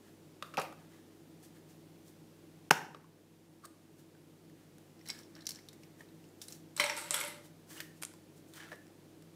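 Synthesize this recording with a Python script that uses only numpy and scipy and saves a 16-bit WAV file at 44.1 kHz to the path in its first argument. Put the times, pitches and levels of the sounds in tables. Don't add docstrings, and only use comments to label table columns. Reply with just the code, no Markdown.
import sys
import numpy as np
from scipy import signal
from scipy.fft import rfft, irfft
from scipy.io import wavfile
from scipy.ndimage import uniform_filter1d

SR = 44100
rng = np.random.default_rng(int(sys.argv[2]) if len(sys.argv) > 2 else 0)


def invert_db(level):
    return 10 ** (np.asarray(level, dtype=float) / 20)


def file_out(sig):
    cols = np.atleast_2d(sig).T
    lim = np.clip(cols, -1, 1)
    pcm = np.round(lim * 32767).astype(np.int16)
    wavfile.write(sys.argv[1], SR, pcm)


N = 412335


def rms_one(x):
    return x / np.sqrt(np.mean(x ** 2) + 1e-20)


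def peak_one(x):
    return x / np.max(np.abs(x))


def bandpass(x, order, low_hz, high_hz):
    return signal.sosfilt(signal.butter(order, [low_hz, high_hz], "band", fs=SR, output="sos"), x)


def at_hz(points, hz):
    table_hz, value = np.transpose(points)
    return np.interp(np.log(hz + 1), np.log(table_hz), value)


def coloured(x, spectrum):
    gain = invert_db(at_hz(spectrum, np.fft.rfftfreq(len(x), 1 / SR)))
    return irfft(rfft(x) * gain, len(x))


def resonate(x, hz, width_hz):
    r = np.exp(-np.pi * abs(width_hz) / SR)
    poles = [1, -2 * r * np.cos(2 * np.pi * hz / SR), r * r]
    return signal.lfilter([(1 - r * r) / 2, 0, (r * r - 1) / 2], poles, x)


def body(x, modes, spread_db=0):
    luck = spread_db * rng.standard_normal(len(modes))
    out = 0
    for k, (hz, width_hz, db) in enumerate(modes):
        out = out + (-1) ** k * invert_db(db + luck[k]) * resonate(x, hz, width_hz)
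    return out


def wander():
    turns_per_s = 18
    knots = np.arange(0, N / SR + 1, 1 / turns_per_s)
    return np.interp(np.arange(N) / SR, knots, rng.standard_normal(len(knots)))


def turning(x, modes):
    swing_db = 3
    return rms_one(sum(body(x * invert_db(swing_db * wander()), [mode]) for mode in modes))


def grains(per_s, size_db):
    sizes = invert_db(size_db * np.minimum(rng.exponential(1, N), 5)) * rng.choice([-1, 1], N)
    return sizes * (rng.random(N) < per_s / SR) + 1e-18


def swells(rows, column, shape):
    attack, release, fade_db, sag_db = shape
    out = np.zeros(N)
    for row in rows:
        start, end = row[0], row[0] + abs(row[1]) + 1e-3
        span = np.arange(int((start - attack) * SR), int((end + release) * SR))
        low_db = sag_db * (end - start)
        corners_s = [start - attack, start, end, end + release]
        loss_db = np.interp(span / SR, corners_s, [fade_db, 0, low_db, low_db + fade_db])
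        out[span] += invert_db(row[column] - loss_db)
    return out


def contacts(table, modes, thud_hz, sizzle_hz, body_db, cycles, thud_db, thud_low_hz=420):
    first_slip = 0.9
    thud_best_hz, thud_loss_db_per_octave = 910, 6.5
    out, t = np.zeros(N + 4096), np.arange(4096) / SR
    for s, peak_db, hz, length_ms, sizzle_db in table:
        age = 1000 * t / max(length_ms, .2)
        slips = invert_db(2.5 * uniform_filter1d(rng.standard_normal(len(t)), size=24) * np.sqrt(24))
        envelope = slips * np.exp(-3 * age) * np.minimum(20 * age, 1)
        scuff, grit = rng.standard_normal((2, len(t))) * envelope + 1e-18
        scuff[8] += first_slip * np.sqrt(np.sum(scuff ** 2))
        thud = peak_one(bandpass(scuff, 2, thud_low_hz, thud_hz))
        sizzle = peak_one(bandpass(grit, 1, sizzle_hz, 11000))
        sound = peak_one(resonate(scuff, hz, hz / cycles))
        sound += invert_db(body_db) * peak_one(body(grit, modes, spread_db=2.5))
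        sound += invert_db(thud_db - thud_loss_db_per_octave * abs(np.log2(hz / thud_best_hz))) * thud
        sound += invert_db(sizzle_db) * sizzle
        start = round(s * SR)
        out[start:start + len(t)] += invert_db(peak_db) * peak_one(sound)
    return out[:N]


# pitch_hz, density_db (per Hz)
AIR_SPECTRUM = [(20, -26), (50, -28.5), (75, -29), (110, -23), (150, -10), (190, -10), (240, -8),
                (320, -9.5), (420, -11), (574, -17), (1190, -27), (3840, -31), (9000, -34.5),
                (16000, -37.5)]
# pitch_hz, level_db (rms)
MAINS_LINES = [(50, -85.5), (100, -70.5)]
# pitch_hz, width_hz, level_db (rms)
FAN_TONES = [(147.2, 8, -71.5), (161.6, 6.7, -65), (301, 14, -71.5), (323.7, 27, -64)]


def background():
    t = np.arange(N) / SR
    out = invert_db(-61) * rms_one(coloured(rng.standard_normal(N), AIR_SPECTRUM))
    for hz, db in MAINS_LINES:
        out += invert_db(db) * np.sqrt(2) * np.sin(2 * np.pi * hz * t)
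    for hz, width_hz, db in FAN_TONES:
        once = resonate(rng.standard_normal(N), hz, width_hz)
        out += invert_db(db) * rms_one(resonate(once, hz, width_hz))
    return out


# pitch_hz, decay_s
ROOM_DECAY = [(150, 0.97), (800, 0.47), (3000, 0.44), (12000, 0.36)]


def room(x):
    gap_s, early_db, early_s = .005, 4, 0.0016
    t, tail = np.arange(SR // 2) / SR, 0
    for low in 110 * 2. ** np.arange(7):
        band = bandpass(rng.standard_normal(len(t)), 2, low, min(2.3 * low, 17000))
        tail = tail + band * invert_db(-60 * t / at_hz(ROOM_DECAY, 1.5 * low))
    tail *= np.clip(t / gap_s - .5, 0, 1) * (1 + invert_db(early_db) * np.exp(-t / early_s))
    return invert_db(-12) * signal.fftconvolve(x, tail / np.sqrt(np.sum(tail ** 2)))[:N]


# start_s, level_db (peak)
TABLE_KNOCKS = [
    (2.709, -70),
    (6.8, -68),
    (7.11, -67),
]


def jolts():
    hz, width_hz = 38, 14
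    clicks = np.full(N, 1e-18)
    for s, db in TABLE_KNOCKS:
        clicks[round(s * SR)] = invert_db(db)
    wobble = resonate(resonate(clicks, hz, width_hz), hz, width_hz)
    return peak_one(wobble) * np.max(clicks)


# pitch_hz, density_db (per Hz)
RUB_HISS = [(2500, -6.5), (4000, -2.5), (6000, 0.5), (9000, 0.5), (12000, -3.5), (16000, -1.5)]
# pitch_hz, width_hz, level_db
CUP_MODES = [(1400, 900, 1), (1700, 180, 3.5), (855, 370, -11), (3000, 280, -1.5), (5600, 300, -15.5)]
# start_s (full pressure), held_s, ring_db, hiss_db
RUBS = [(.05, 0.046, -70, -72), (.8, 0.056, -70, -76), (.92, 0.067, -70, -72), (5.13, 0.027, -65, -70),
        (5.55, 0.034, -68, -72), (1.44, 0.0088, -75, -59.5), (1.56, 0.0092, -71, -68), (1.7, .01, -73, -65),
        (2.08, 0.0033, -88, -61), (3.99, 0.0091, -72.5, -65), (4.6, 0.044, -72, -76),
        (5.07, 0.045, -62.5, -61), (5.19, .01, -61, -61.5), (5.36, 0.078, -64, -77), (5.5, 0.013, -71, -60),
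        (5.84, 0.0084, -82, -72), (6.0, 0.0092, -67, -65), (6.25, .01, -82, -74), (6.43, 0.021, -84, -60),
        (6.5, 0.056, -70, -58), (7.45, 0.009, -67, -61), (7.71, 0.023, -58.5, -54),
        (7.77, 0.039, -57, -55.5), (7.97, 0.009, -83, -67), (8.37, 0.007, -85, -65.5),
        (8.485, .01, -83, -67), (8.56, 0.02, -55.5, -57), (8.6, 0.022, -57, -78), (8.64, 0.055, -56, -71),
        (8.72, 0.0098, -74, -65)]
# attack_s, release_s, fade_db (both ends), sag_db_per_s (while held)
RUB_SHAPE = (.045, .06, 22, 30)


def slides():
    ring = turning(grains(2000, 2.2), CUP_MODES)
    hiss = rms_one(coloured(grains(5000, 2.6), RUB_HISS))
    return swells(RUBS, 2, RUB_SHAPE) * ring + swells(RUBS, 3, RUB_SHAPE) * hiss


# pitch_hz, width_hz, level_db
LID_MODES = [(1190, 115, 1.5), (1560, 380, -6), (4500, 430, -19), (8300, 700, -16)]
# start_s (release), held_s, ring_db, hiss_db
LID_SQUEAKS = [
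    (3.634, .012, -60, -72),
    (3.648, 0.0037, -51, -60),
    (3.655, .003, -69, -53.5),
]
# attack_s, release_s, fade_db (both ends), sag_db_per_s (while held)
SQUEAK_SHAPE = (0.011, 0.0046, 23, 30)


def peel():
    grit = grains(6000, 2.0)
    ring = rms_one(body(grit, LID_MODES))
    hiss = rms_one(coloured(grit, RUB_HISS))
    return swells(LID_SQUEAKS, 2, SQUEAK_SHAPE) * ring + swells(LID_SQUEAKS, 3, SQUEAK_SHAPE) * hiss


# pitch_hz, width_hz, level_db
PART_MODES = [(1600, 290, -9.5), (2100, 90, -3), (3000, 500, -11), (4000, 250, 5), (5500, 240, 9),
              (7940, 200, 2), (11000, 1300, -20)]
# start_s, level_db (peak), pitch_hz, length_ms, sizzle_db
PAPER_SNAPS = [
    (8.017, -41, 9000, 43, 7),
    (8.0245, -28.5, 8240, 5, -8),
    (8.0332, -27, 9400, 9.8, -2.5),
    (8.0507, -24, 7600, 1.1, 18),
    (8.034, -31.5, 1420, 8.1, -7),
    (8.8682, -48, 5360, 1.7, -5.5),
    (8.8803, -53, 5260, 1.54, 5),
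]


def leaflet():
    return contacts(PAPER_SNAPS, PART_MODES, thud_hz=3700, sizzle_hz=3000,
                    body_db=-27, cycles=6.8, thud_db=17.5)


# start_s, level_db (peak), pitch_hz, length_ms, sizzle_db
SLIDING_PARTS = [(4.9926, -56, 5040, 7, -4), (5.0114, -52, 2000, 13.5, -9), (5.058, -43, 2020, 6.3, -2),
                 (5.0629, -43, 4100, 7.8, 2), (5.0746, -41, 4000, 15, -6), (5.0863, -33, 11000, 8.7, 1),
                 (5.0944, -34.5, 2200, 25, -18), (5.1008, -26, 4950, 6.6, -17),
                 (5.1078, -33.5, 4680, 14, -13), (5.1494, -50, 1570, 10, -9), (5.1894, -45, 5500, 6, -13),
                 (5.233, -50, 3150, 5.8, -10), (5.3517, -45, 4670, 11, -8), (5.364, -46.5, 1560, 8.1, -11),
                 (5.3894, -51, 1800, 9, -12), (5.4071, -47.5, 4050, 12, -12), (5.42, -48, 3930, 7.3, -6)]
# start_s, level_db (peak), pitch_hz, length_ms, sizzle_db
HELD_PARTS = [(5.455, -44, 5500, 9.3, -10), (5.4675, -22.5, 5900, 9, -2), (5.471, -29.5, 4700, 5, -6),
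              (5.4899, -27, 5600, 12, 8), (5.5064, -31.5, 4940, 8, -4), (5.5164, -35, 4350, 9.5, 7),
              (5.5483, -46, 7500, 6, -10), (5.558, -40, 5600, 10, -12), (5.5887, -47, 2000, 16, -14),
              (5.6865, -36.5, 3920, 13, -3), (5.7294, -48.5, 2000, 20, 5), (5.8336, -49, 2295, 13, -2),
              (6.0881, -56, 3660, 6, -8), (6.2407, -53, 2600, 7, -6), (6.252, -59, 4500, 7, -12),
              (6.288, -57, 7000, 5.5, -15), (6.4153, -35.5, 3740, 30, 4.5), (6.4394, -45, 5440, 6, -4),
              (6.4827, -34, 9100, 9.9, -13), (6.5231, -37, 6120, 16, -1.5), (6.5494, -53, 6280, 7.6, -10)]


def parts_in_hand():
    out = contacts(SLIDING_PARTS, PART_MODES, thud_hz=2600, sizzle_hz=3630,
                   body_db=0, cycles=12, thud_db=5)
    return out + contacts(HELD_PARTS, PART_MODES, thud_hz=2600, sizzle_hz=3850,
                          body_db=-5.5, cycles=8.8, thud_db=-19)


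# pitch_hz, width_hz, level_db
TABLE_MODES = [(590, 15, 15), (920, 47, 10), (1380, 360, 4), (2025, 300, 3), (2720, 160, 0),
               (3700, 300, -3.5), (5500, 200, 0), (7200, 750, -30), (7950, 270, 12), (8640, 350, 7.5),
               (11000, 730, 6)]
# start_s (landing), chatter_s, heavy_part_db, light_part_db
RATTLES = [
    (6.8, .12, -47, -56),
    (6.98, 0.19, -51.5, -57),
    (7.145, 0.11, -46, -54),
]
# attack_s, release_s, fade_db (both ends), sag_db_per_s (while chattering)
RATTLE_SHAPE = (.035, .15, 22, 30)


def rattle():
    out = 0
    heavy, light = (2, TABLE_MODES[:6], 700, 5000), (3, TABLE_MODES[6:], 5000, 15000)
    for column, modes, low_hz, high_hz in (heavy, light):
        bounces = grains(2500, 3.0)
        grit = rms_one(bandpass(bounces, 2, low_hz, high_hz))
        out = out + swells(RATTLES, column, RATTLE_SHAPE) * (1.034 * turning(bounces, modes) + 0.26 * grit)
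    return out


# start_s, level_db (peak), pitch_hz, length_ms, sizzle_db
TABLE_HITS = [(6.765, -31, 7940, 13, 0), (6.776, -29, 4000, 19, 2), (6.803, -22.5, 3960, 25, -21),
              (6.798, -16, 2060, 10.6, -3), (6.799, -24.5, 1100, 10, -16), (6.799, -19.5, 3000, 12, -4),
              (6.8121, -34, 1960, 8.6, 9), (6.8391, -21.5, 2250, 13, -6), (6.84, -28, 8300, 14, -16),
              (6.8415, -32, 4100, 10, -16), (6.799, -28, 8100, 32, -10), (6.863, -31, 5600, 7.7, -14),
              (6.8972, -28, 5600, 14, -10.5), (6.8968, -27, 2180, 15, -14.5), (6.862, -32, 3300, 12, -16),
              (6.92, -45, 2200, 17, -10), (6.9668, -29.5, 7940, 9, 5), (6.9754, -29.5, 8650, 12, -13),
              (6.9875, -33.5, 8350, 11, -10.5), (7.015, -40, 8700, 30, -15),
              (7.1076, -14.5, 7570, 4.9, -6.5), (7.114, -28, 8100, 11, -14), (7.109, -26.5, 3700, 7.2, -10),
              (7.126, -37, 7200, 25, -22), (7.206, -33, 7900, 10, -14), (7.2125, -32, 11500, 11, -8),
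              (7.139, -31, 2180, 5, -3), (7.1419, -19.5, 11300, 18, -13), (7.1425, -22.5, 3320, 7.4, -7),
              (7.1555, -31, 2780, 4.2, -4), (7.1654, -26, 7950, 7, -19), (7.2028, -26.5, 10900, 16, -7),
              (7.2114, -25.5, 2180, 9.4, 1), (7.238, -29, 2600, 6, -3.5), (7.2487, -32, 9500, 11, -18),
              (7.2788, -33, 11000, 16, -14.5), (7.3, -44, 9000, 15, -12)]


def parts_on_table():
    light_above_hz = 6500
    heavy = [row for row in TABLE_HITS if row[2] < light_above_hz]
    light = [row for row in TABLE_HITS if row[2] >= light_above_hz]
    out = contacts(heavy, TABLE_MODES[:7], thud_hz=2600, sizzle_hz=3000,
                   body_db=-4, cycles=10.3, thud_db=4.5, thud_low_hz=800)
    out += contacts(light, TABLE_MODES[5:], thud_hz=3600, sizzle_hz=3000,
                    body_db=-6, cycles=13, thud_db=5, thud_low_hz=900)
    return out + rattle()


# pitch_hz, width_hz, level_db
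SHELL_MODES = [(584, 140, 2), (695.5, 100, -10), (1070, 130, -1), (1250, 64, 6), (1560, 600, -5),
               (2500, 100, -16.5), (3700, 230, -17), (5600, 810, -10)]
# start_s, level_db (peak), pitch_hz, length_ms, sizzle_db
SHELL_KNOCKS = [(.4243, -30.5, 1190, 14, -10), (.4245, -35, 3700, 9.1, -15), (.4248, -39.5, 2750, 11, -20),
                (.539, -38, 1250, 48, -16), (.5405, -43.5, 2590, 21, -7), (.5715, -25.5, 2600, 9, -7),
                (.6, -35, 2600, 30, -5), (.725, -44, 1190, 16, -8), (2.9467, -33.5, 1130, 5.3, -26),
                (2.947, -45, 2656, 4.1, -18), (3.0435, -49, 1046, 6.2, -22), (3.6535, -39, 8300, 9, -6),
                (3.658, -45, 9500, 2.8, -2), (2.97, -60, 5000, 5, 0), (.6157, -32.5, 2500, 12, -3),
                (.65, -42, 2370, 46, -15), (.445, -46, 1350, 170, -10), (4.15, -55, 1520, 7, -12),
                (4.498, -54, 1790, 4.4, 2.5), (4.783, -46.5, 1430, 3.7, 10), (6.0067, -42.5, 1820, 15, -24),
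                (6.0068, -47.5, 956, 5.3, -19)]
CUP_KNOCKS = [(7.803, -27.5, 1855, 13, 2), (7.775, -46, 2900, 40, -20), (7.814, -43, 3000, 5.9, -8),
              (8.116, -53.5, 1380, 6.5, -3), (8.1374, -45, 1022, 4.5, 11), (8.536, -43, 3840, 16, 9),
              (8.675, -54, 1380, 38, -25), (8.7175, -36.5, 1720, 6.3, -18), (8.729, -40.5, 1730, 44, -29),
              (8.757, -47, 1800, 8.6, 3), (9.223, -50.5, 1310, 6.6, 11)]
SHELL_TUMBLES = [
    (.5775, -23, 760, 47, -25),
    (.581, -24, 1185, 43, -25),
    (.597, -30.5, 550, 11, 9.5),
    (.616, -39, 1000, 37, 8),
    (.632, -34.5, 734, 110, -21),
    (8.72, -40.5, 630, 40, -25),
]
PALM_BLOWS = [
    (.578, -35, 159, 15, -40),
    (6.8, -38, 242, 36, -40),
    (2.709, -24.5, 160, 14, -43),
    (2.71, -22.5, 275, 9.1, -39),
]
POP_BURST = [
    (2.706, -33, 1200, 4, -1.5),
    (2.7087, -7.5, 1570, 3, -23.5),
    (2.709, -12, 2430, 4, -29),
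    (2.7093, -14, 1449, 5.5, -25),
    (2.7095, -12.5, 5600, 4, -9.5),
    (2.7118, -13.5, 5400, 4, -11),
    (2.7115, -8.5, 850, 6.3, -24),
    (2.7125, -15.5, 580, 8, -24.5),
]


def shell():
    out = contacts(SHELL_KNOCKS, SHELL_MODES, thud_hz=900, sizzle_hz=2180,
                   body_db=-9, cycles=9.6, thud_db=-9.5)
    out += contacts(CUP_KNOCKS, SHELL_MODES, thud_hz=890, sizzle_hz=2180,
                    body_db=-15, cycles=17, thud_db=-19)
    out += contacts(SHELL_TUMBLES, SHELL_MODES, thud_hz=1000, sizzle_hz=2300,
                    body_db=2.5, cycles=8.4, thud_db=9.5)
    out += contacts(PALM_BLOWS, SHELL_MODES, thud_hz=700, sizzle_hz=2300,
                    body_db=-26.5, cycles=3.4, thud_db=-12)
    return out + contacts(POP_BURST, SHELL_MODES, thud_hz=899, sizzle_hz=2000,
                          body_db=-13.5, cycles=5.5, thud_db=-9)


# pitch_hz, level_db
WALL_COLOUR = [(300, -0.5), (600, -2.5), (1500, -0.5), (2600, 2.5), (3300, -1), (6000, 0.5), (9000, 4),
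               (15000, 9)]


def scene():
    capsule = shell()
    hands = parts_in_hand() + leaflet() + slides() + peel()
    table = parts_on_table()
    near = capsule + hands + table
    near += room(invert_db(-5) * capsule + invert_db(-1) * hands + invert_db(6) * table)
    near += invert_db(-5) * coloured(room(shell()) + room(shell()), WALL_COLOUR)
    near = signal.sosfilt(signal.butter(4, 115, "high", fs=SR, output="sos"), near)
    return (near + background() + jolts())[None]


def top_cut(x):
    return signal.sosfilt(signal.butter(12, 15990, fs=SR, output="sos"), x)


# fade_start_s, silent_s, return_s, full_s
MUTE_S = (2.6958, 2.6972, 2.7042, 2.7052)


def record(dry):
    duck_above_db, duck_most_db, recover_db_per_s = -10, 4, 1.6
    t = np.arange(N) / SR
    over = np.clip(20 * np.log10(np.abs(dry[0]) + 1e-9) - duck_above_db, 0, duck_most_db)
    climb = recover_db_per_s * t
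    duck = np.maximum.accumulate(over + climb) - climb
    duck = signal.lfilter([1 / 600], [1, 1 / 600 - 1], duck)
    levelled = dry * invert_db(-duck) * np.interp(t, MUTE_S, [1, 0, 0, 1])
    heard = signal.sosfilt(signal.cheby2(14, 60, 16300, fs=SR, output="sos"), levelled)
    return top_cut(heard)


dry = scene()
out = record(dry)
file_out(out)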